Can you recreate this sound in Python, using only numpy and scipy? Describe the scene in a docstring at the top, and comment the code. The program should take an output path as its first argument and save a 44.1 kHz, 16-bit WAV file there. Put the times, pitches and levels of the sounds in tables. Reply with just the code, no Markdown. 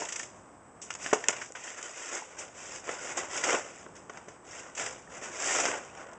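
"""Shovel blades work packed, icy snow in a fenced yard at night, taken with a narrow-band recorder.
One blade judders free in six slips and its load patters and thuds down; then uneven shoves crunch
through the crust. Random grains feed blade modes and body, crunch and hiss filters; cracks and thuds
are decaying fracture bursts, crumbs and clinks decaying sines. Fence and walls add a short tail.
Behind lie a far town hum of filtered noise and a faint, wavering high whine in a thin hiss."""
import sys
import numpy as np
from scipy import signal
from scipy.fft import rfft, irfft
from scipy.io import wavfile
from scipy.ndimage import map_coordinates

SR = 44100
rng = np.random.default_rng(int(sys.argv[2]) if len(sys.argv) > 2 else 0)


def generate_wav(signal):
    """Clip the signal to [-1, 1] and save it as 16-bit WAV at the path in sys.argv[1]."""
    frames = np.transpose(np.atleast_2d(signal))
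    scaled = np.clip(frames, -1, 1) * 32767
    pcm = np.round(scaled).astype(np.int16)
    wavfile.write(sys.argv[1], SR, pcm)


N = 272520
TIME = np.arange(N) / SR  # t/s

# Far town hum, relative spectrum: (f/Hz, density/dB per Hz)
TOWN_SPECTRUM = [(20, -24.5), (60, -0.5), (110, 3), (500, 3.5), (1100, 1), (1600, -6), (3300, -21),
                 (8000, -20)]
# Background level, sinking after the loud hit and recovering, before its random wander: (t/s, level/dB)
BACKGROUND_LEVEL = [(0, -54), (1.1, -52.5), (1.55, -58), (2.15, -63), (2.45, -54), (6.18, -52.5)]
# Thin high tones, centre of their waver: (f/Hz, level/dB)
WHINE_TONES = [(7830, -70.5), (8170, -69.5)]
FIZZ_DB, FIZZ_HZ, FIZZ_WIDTH_HZ = -67.5, 7800, 400  # thin hiss around the tones

# Decay of the fence and wall tail: (f/Hz, t60/s)
YARD_DECAY = [(150, 0.04), (600, 0.22), (2000, 0.084), (8000, 0.15)]

# Clods landing and blades bumping: (t/s, peak level/dB, decay/s)
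THUDS = [(0.0208, -30.5, 0.0013), (1.1295, -14.5, 0.0057), (1.1339, -19, 0.0016), (1.158, -29, 0.0043),
         (1.286, -29, 0.003), (1.503, -47, 0.0024), (2.878, -39, 0.0026), (3.531, -34, 0.0034),
         (3.541, -24.5, 0.005), (3.864, -34, 0.0013), (4.097, -37.5, 0.0051), (4.283, -42, 0.0043),
         (5.745, -36, 0.0021)]
# Crumbling clod, relative spectrum: (f/Hz, density/dB per Hz)
CLOD_SPECTRUM = [(25, -45.5), (170, -22.5), (320, -9), (450, 3), (750, 1.5), (1100, 2), (2300, -13.5),
                 (8000, -37.5)]
# Hollow ring under a thud: (f/Hz, relative level/dB, decay/s)
KNOCK_MODES = [(337, -9.5, 0.022), (414, 10, 0.0046), (550, 5.5, 0.0036), (857, -6.5, 0.004),
               (1048, 2.5, 0.0078), (1443, -1.5, 0.0067), (1880, -11, 0.0036)]
KNOCK_SHARP, KNOCK_SETTLE_S = 0.087, 0.0023  # ring starts sharp by this share, settles as the clod spreads

# Hard lumps and crumbs catching on the blade: (t/s, f/Hz, peak level/dB before the bass cut)
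CLINKS = [(0.0202, 923, -25.5), (0.042, 900, -35), (0.199, 1820, -28.5), (0.905, 1384, -32),
          (1.062, 1740, -25.5), (1.115, 1870, -32), (1.24, 1800, -27), (1.285, 2680, -30),
          (1.504, 513, -36), (1.553, 1510, -32), (1.677, 1840, -33.5), (1.787, 1740, -34),
          (2.222, 870, -32), (3.437, 1970, -24), (3.467, 740, -24), (3.496, 2080, -20.5),
          (3.542, 496, -15.5), (3.571, 890, -25.5), (4.511, 5600, -36), (5.075, 1810, -42.5),
          (5.973, 5620, -42)]
CLINK_DECAY_S = 0.0039

# Ice chunks cracking and striking: (t/s, peak level/dB, decay/s, treble tilt/dB per octave)
CRACKS = [(.814, -35, 0.022, 8), (0.9033, -30.5, 0.0067, 1), (.9275, -37, 0.0022, 4),
          (0.939, -29, 0.0015, 7), (0.9503, -32, 0.0036, 1), (1.0616, -28.5, 0.0026, -1.5),
          (1.1317, -20, 0.0019, 2.5), (1.135, -22, 0.0024, -1.5), (1.138, -31.5, 0.012, 3),
          (1.2395, -32.5, 0.0037, -1), (1.2844, -8.5, 0.0017, 5.5), (1.289, -25, 0.0053, -2.5),
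          (1.304, -29.5, 0.0049, -1.5), (1.324, -35, 0.013, -2), (1.364, -36, 0.0075, 0.5),
          (1.415, -33.5, 0.0087, -1), (1.5217, -30, 0.00053, 4), (1.549, -39, 0.021, -2.5),
          (1.827, -30, 0.003, 5), (2.148, -29, 0.0092, 9.5), (2.383, -32.5, 0.021, 9),
          (2.89, -28, 0.0048, -6.5), (3.17, -26, 0.011, 6.5), (3.437, -22.5, 0.0082, 0.5),
          (3.528, -25, 0.0044, -2), (3.546, -26.5, 0.0063, -3), (4.095, -40, 0.0061, -2.5),
          (4.172, -39.5, 0.0046, -2.5), (4.283, -44.5, 0.0068, 0), (4.749, -38, 0.0097, 5),
          (4.776, -30, 0.005, 0.5), (4.862, -29, 0.0038, 0), (5.6545, -11, 0.00024, -2),
          (5.657, -25, 0.0045, 0), (5.714, -27, 0.002, -2.5), (6.132, -43.5, 0.0019, 5)]
# Breaking ice, relative spectrum: (f/Hz, density/dB per Hz)
ICE_SPECTRUM = [(30, -39.5), (300, -6.5), (700, 2), (1600, 2), (3000, 2.5), (4500, 0), (6200, 4),
                (8500, -9.5)]
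RISE_SHARE = 0.24  # time constant of a fracture's build-up, as a share of its decay

# Peak level of each slip as the blade tears free: (level/dB)
JUDDER_LEVELS = [-34, -31, -28.5, -29, -31.5, -34.5]
JUDDER_START_S, JUDDER_BEAT_S = .0503, .0358

# Modes of the blade, ringing under grains and cracks: (f/Hz, width/Hz, relative level/dB)
BLADE_MODES = [(552, 120, -8), (1040, 40, -5.5), (1448, 79, 1), (1950, 410, 1), (2720, 380, -5.5),
               (7805, 1380, 6)]
# Three voices of crushed snow, relative spectra: (f/Hz, density/dB per Hz)
BODY_SPECTRUM = [(30, -49.5), (150, -34), (250, -6), (340, 0), (560, 1.5), (950, -1.5), (1500, -3.5),
                 (3000, -27.5)]
CRUNCH_SPECTRUM = [(400, -33), (900, -8.5), (1500, -5), (2400, 1.5), (3300, -2), (4500, -5.5), (7000, -29)]
HISS_SPECTRUM = [(2000, -24.5), (3600, -1), (5000, 2), (6200, 4), (7300, 1), (8500, -7.5)]
# The flung load raining down: (t/s, level/dB, iciness/dB)
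SHOWER = [(.86, -57, 0), (.98, -54, -3), (1.029, -44.5, 5), (1.2, -44, -5.5), (1.32, -46.5, -7.5),
          (1.42, -41.5, -4.5), (1.48, -58.5, 8), (1.55, -73, 5)]
# Shoves of a blade through the crust: (start t/s, push/s, level/dB, iciness/dB)
SHOVES = [(-.02, 0.019, -35, -2.5), (.03, 0.18, -47, 3), (1.574, 0.13, -43.5, -0.5),
          (1.758, 0.028, -43.5, -3.5), (1.811, 0.05, -43, -2), (1.88, 0.2, -42.5, 1),
          (2.08, 0.086, -37.5, -2.5), (2.25, 0.096, -50.5, -7), (2.365, 0.054, -42.5, -4),
          (2.531, 0.13, -46, 0), (2.66, 0.1, -46, 1.5), (2.828, 0.1, -38.5, -5), (2.94, 0.17, -40.5, -2),
          (3.158, 0.035, -32.5, -6), (3.29, 0.093, -35, -1), (3.423, 0.1, -27.5, -5.5),
          (3.662, 0.15, -54, 0), (3.95, 0.0084, -54.5, 0.5), (4.111, 0.068, -48.5, -10.5),
          (4.25, 0.076, -55.5, -7), (4.439, 0.092, -50, -1.5), (4.52, 0.069, -44, -1.5),
          (4.62, 0.05, -47.5, -9), (4.762, 0.053, -34.5, -0.5), (4.84, 0.066, -45, -4.5),
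          (5.092, 0.082, -45, -5), (5.21, 0.037, -37.5, -5), (5.3, 0.12, -39.5, -2),
          (5.385, 0.15, -30.5, 2), (5.49, 0.12, -29, -1.5), (5.62, 0.063, -32, -6),
          (5.692, 0.05, -34.5, -10), (5.92, 0.093, -44.5, -12), (5.98, 0.15, -50.5, -26)]
CATCH_SHARE, SWELL_DB = 0.13, 11.5  # share of the push in which the blade bites; build-up to its end
RELEASE_DB_PER_S = 156.5  # fall of the crunch as the blade stops
TRICKLE_DB, TRICKLE_DB_PER_S = -7.5, 78.5  # loosened snow keeps sliding

NOTCH_HZ, EDGE_HZ = 4200, 9000  # recorder: treble notch and upper band edge


def gain_of(db):
    """Decibels to amplitude."""
    return 10 ** (np.asarray(db) / 20)


def evened(x):
    """Scales to rms 1."""
    return x / np.sqrt(np.mean(x ** 2) + 1e-20)


def read(points, hz):
    """Reads a frequency table on a log-frequency axis."""
    f, value = np.transpose(points)
    return np.interp(np.log(hz + 1), np.log(f + 1), value)


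def add(mix, s, sound):
    """Lays a sound into the mix at time s."""
    part = mix[max(round(s * SR), 0):][:len(sound)]
    part += sound[:len(part)]


def colour(x, points, tilt_db=0, size=2048):
    """Causal minimum-phase filter with the given spectrum, tilted by dB per octave about 1 kHz."""
    hz = abs(np.fft.fftfreq(size, 1 / SR))
    octaves = np.log2(np.maximum(hz, 300) / 1000)
    log_gain = np.log(gain_of(read(points, hz) + tilt_db * octaves))
    kernel = np.fft.ifft(np.exp(np.conj(signal.hilbert(log_gain)))).real
    return signal.oaconvolve(x, kernel)[:len(x)]


def wander(hz):
    """Slow chance of rms 1, rolling off around the given rate."""
    f = np.fft.rfftfreq(N, 1 / SR)
    return evened(irfft(rfft(rng.standard_normal(N)) / (1 + (f / hz) ** 2), N))


def lean(x, lowest_hz=290):
    """Small things radiate no deep bass: a gentle high-pass."""
    return signal.lfilter(*signal.butter(2, lowest_hz, "high", fs=SR), x)


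def night():
    """Far town hum from noise, and two wavering high tones in a thin band of hiss."""
    level_db = np.interp(TIME, *np.transpose(BACKGROUND_LEVEL)) + wander(hz=6.8)
    hum = evened(colour(rng.standard_normal(N), TOWN_SPECTRUM)) * gain_of(level_db)
    whine = np.zeros(N)
    for centre_hz, db in WHINE_TONES:
        wavering_hz = centre_hz + 12 * wander(hz=39.7)
        tone = np.sin(2 * np.pi * np.cumsum(wavering_hz) / SR)
        whine += gain_of(db) * evened(tone)
    fizz_band = signal.iirpeak(FIZZ_HZ, FIZZ_HZ / FIZZ_WIDTH_HZ, SR)
    fizz = evened(signal.lfilter(*fizz_band, rng.standard_normal(N)))
    return hum + whine + gain_of(FIZZ_DB) * fizz


def yard(x, wet_db=-12, first_s=0.0092):
    """Fence and walls scatter a short, thin tail: sparse random echoes, each band dying at its own rate."""
    echoes = rng.standard_normal(SR) * (rng.random(SR) < 3000 / SR)
    echoes = echoes * (np.arange(SR) > first_s * SR)
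    hz, t, bands = signal.stft(echoes, SR, nperseg=256)
    fading = bands * gain_of(-60 * t / read(YARD_DECAY, hz)[:, None])
    tail = signal.istft(fading, SR, nperseg=256)[1]
    return x + gain_of(wet_db) * signal.fftconvolve(x, tail / np.linalg.norm(tail))[:N]


def burst(decay, grit_db=3, size=4096):
    """A quick, uneven run of fractures that dies away, and its envelope's rms at unit peak."""
    t, decay = np.arange(size) / SR, max(decay, .0003)
    envelope = (1 - np.exp(-t / (RISE_SHARE * decay))) * np.exp(-t / decay)
    sizes = gain_of(grit_db * rng.standard_normal(size))
    fractures = envelope * sizes * rng.choice([-1, 1], size)
    return fractures, np.sqrt(np.mean(envelope ** 2)) / envelope.max()


def thuds(ring_db=-2, crumble_db=-5):
    """Heavy clods collapse with a dull crunch and a hollow knock of damped, downward-settling modes."""
    t, out = np.arange(4096) / SR, np.zeros(N)
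    settling = t + KNOCK_SHARP * KNOCK_SETTLE_S * (1 - np.exp(-t / KNOCK_SETTLE_S))
    knock = np.zeros(len(t))
    for hz, db, decay in KNOCK_MODES:
        knock += gain_of(db) * np.sin(2 * np.pi * hz * settling) * np.exp(-t / decay)
    knock = evened(lean(knock))
    for s, db, decay in THUDS:
        fractures, rms = burst(decay)
        crumble = evened(colour(fractures, CLOD_SPECTRUM))
        thud = gain_of(crumble_db) * crumble + gain_of(ring_db) * knock
        add(out, s, gain_of(db) * rms * thud)
    return out


def clinks():
    """Single lumps and crumbs ring like small tiles, each a decaying sine."""
    t, out = np.arange(4096) / SR, np.zeros(N)
    for s, hz, db in CLINKS:
        add(out, s, gain_of(db) * np.sin(2 * np.pi * hz * t) * np.exp(-t / CLINK_DECAY_S))
    return lean(out)


def blade(x):
    """The direct sound plus the damped modes of the blade."""
    ringing = x
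    for hz, width_hz, db in BLADE_MODES:
        mode = signal.iirpeak(hz, hz / width_hz, SR)
        ringing = ringing + gain_of(db) * signal.lfilter(*mode, x)
    return ringing


def crack(db, decay, tilt_db):
    """One run of fractures heard through the blade."""
    fractures, rms = burst(decay)
    return gain_of(db) * rms * evened(colour(blade(fractures), ICE_SPECTRUM, tilt_db))


def cracks():
    """Hard chunks split or hit the blade, each a burst of fractures."""
    out = np.zeros(N)
    for s, db, decay, tilt_db in CRACKS:
        add(out, s, crack(db, decay, tilt_db))
    return out


def judder(decay=0.0071, tilt_db=3.5):
    """The blade sticks and slips in even beats as it tears free, each slip a crackle of ice."""
    out = np.zeros(N)
    for beat, db in enumerate(JUDDER_LEVELS):
        add(out, JUDDER_START_S + beat * JUDDER_BEAT_S, crack(db, decay, tilt_db))
    return out


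def grains(per_s, spread_db):
    """Ice grains snap at random, with exponentially spread sizes and either polarity; rms 1."""
    size = gain_of(spread_db * np.minimum(rng.exponential(1, N), 4.5))
    return evened(size * rng.choice([-1, 1], N) * (rng.random(N) < per_s / SR))


def crumbs(per_s, low_hz, high_hz, cycles, count=30):
    """Loose crumbs tick on the blade: damped sines of random pitch and strength; rms 1."""
    t, out = np.arange(2048) / SR, np.zeros(N)
    pitches = np.geomspace(low_hz, high_hz, count)
    chance, which, size = rng.random(N), rng.integers(0, count, N), rng.uniform(.3, 1, N)
    for at in np.flatnonzero(chance < per_s / SR):
        turns = pitches[which[at]] * t
        add(out, at / SR, size[at] * np.sin(2 * np.pi * turns) * np.exp(-turns / cycles))
    return evened(out)


def loaded(x, drift=.035, drift_hz=7):
    """The blade's ring slides up and down with load and angle: a wandering playback rate."""
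    read_at = np.arange(N) + np.cumsum(drift * wander(hz=drift_hz))
    return map_coordinates(blade(x), [read_at], order=3, mode="mirror")


def catches(per_s, decay):
    """The edge snags on hard ice at uneven moments: force jumps, then eases off. Mean 0, rms 1."""
    jumps = signal.lfilter([1], [1, -np.exp(-1 / (decay * SR))], rng.random(N) < per_s / SR)
    return evened(np.sqrt(jumps) - np.sqrt(jumps).mean())


def shove(start, push):
    """Envelope of a shove: the blade bites, snow piles up, it stops, and loose snow trickles on."""
    done = np.clip((TIME - start) / push, 0, 1)
    swell = np.minimum(done / CATCH_SHARE, 1) * gain_of(-SWELL_DB * (1 - done) ** 2)
    after = np.maximum(TIME - start - push, 0)
    trickle_db = TRICKLE_DB - TRICKLE_DB_PER_S * after
    return swell * gain_of(np.maximum(-RELEASE_DB_PER_S * after, trickle_db))


def crushing():
    """Level and iciness of all moving snow: powers add, and iciness is their power-weighted mean."""
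    s, level, icy = np.transpose(SHOWER)
    raining = (TIME > s[0]) * (TIME < s[-1])
    power = gain_of(np.interp(TIME, s, level)) ** 2 * raining + 1e-14
    icy_sum = power * np.interp(TIME, s, icy)
    for start, push, db, icy_db in SHOVES:
        part = (gain_of(db) * shove(start, push)) ** 2
        power, icy_sum = power + part, icy_sum + part * icy_db
    return 10 * np.log10(power), icy_sum / power


def scrape():
    """Grains break under the blade: icy snow hisses, soft snow rumbles; stray chips fade less steeply."""
    level_db, icy_db = crushing()
    force = gain_of(level_db + 1.47 * catches(per_s=140, decay=0.0027))
    snaps = grains(per_s=1800, spread_db=0.5)  # shared by the three voices

    body_grains = snaps + 0.92 * grains(per_s=1500, spread_db=2.0)
    body = evened(colour(loaded(body_grains), BODY_SPECTRUM)) * gain_of(-5 - 0.19 * icy_db)

    crunch_grains = snaps + 0.79 * grains(per_s=7000, spread_db=-1)
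    crunch = evened(colour(loaded(crunch_grains), CRUNCH_SPECTRUM)) * gain_of(-5.0 + 0.49 * icy_db)

    hiss_grains = .5 * snaps + grains(per_s=11000, spread_db=2.5)
    hiss = evened(colour(blade(hiss_grains), HISS_SPECTRUM))
    hiss = hiss * gain_of(1.06 + icy_db + wander(hz=250))

    lumps = lean(lean(crumbs(per_s=90, low_hz=448.6, high_hz=1400, cycles=4.1))) * gain_of(-12.5)
    ticks = crumbs(per_s=98, low_hz=1413, high_hz=3203, cycles=20) * gain_of(-8.0 + 0.57 * icy_db)
    splinters = crumbs(per_s=85, low_hz=4945, high_hz=7880, cycles=20) * gain_of(-8.5 + icy_db)

    chips = evened(colour(blade(grains(per_s=100, spread_db=2.0)), ICE_SPECTRUM))
    chips = chips * gain_of(-28.5 + 0.67 * level_db)
    return force * (body + lumps + crunch + ticks + hiss + splinters) + chips


def scene():
    """Shovels and falling snow within the yard's tail, over the night beyond it."""
    work = scrape() + judder() + cracks() + clinks() + thuds()
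    return (yard(work) + night())[None]


def record(dry, notch_width_hz=2100, rolloff_hz=7900, hiss_db=-80):
    """A narrow-band recorder with a deep notch in the treble and a faint hiss of its own."""
    notched = signal.lfilter(*signal.iirnotch(NOTCH_HZ, NOTCH_HZ / notch_width_hz, SR), dry)
    noisy = notched + gain_of(hiss_db) * rng.standard_normal(N)
    dulled = signal.sosfilt(signal.butter(12, rolloff_hz, fs=SR, output="sos"), noisy)
    edge = signal.firwin(301, EDGE_HZ, window=("kaiser", 8), fs=SR)
    return signal.oaconvolve(dulled, edge[None], "same")


dry = scene()
out = record(dry)
generate_wav(out)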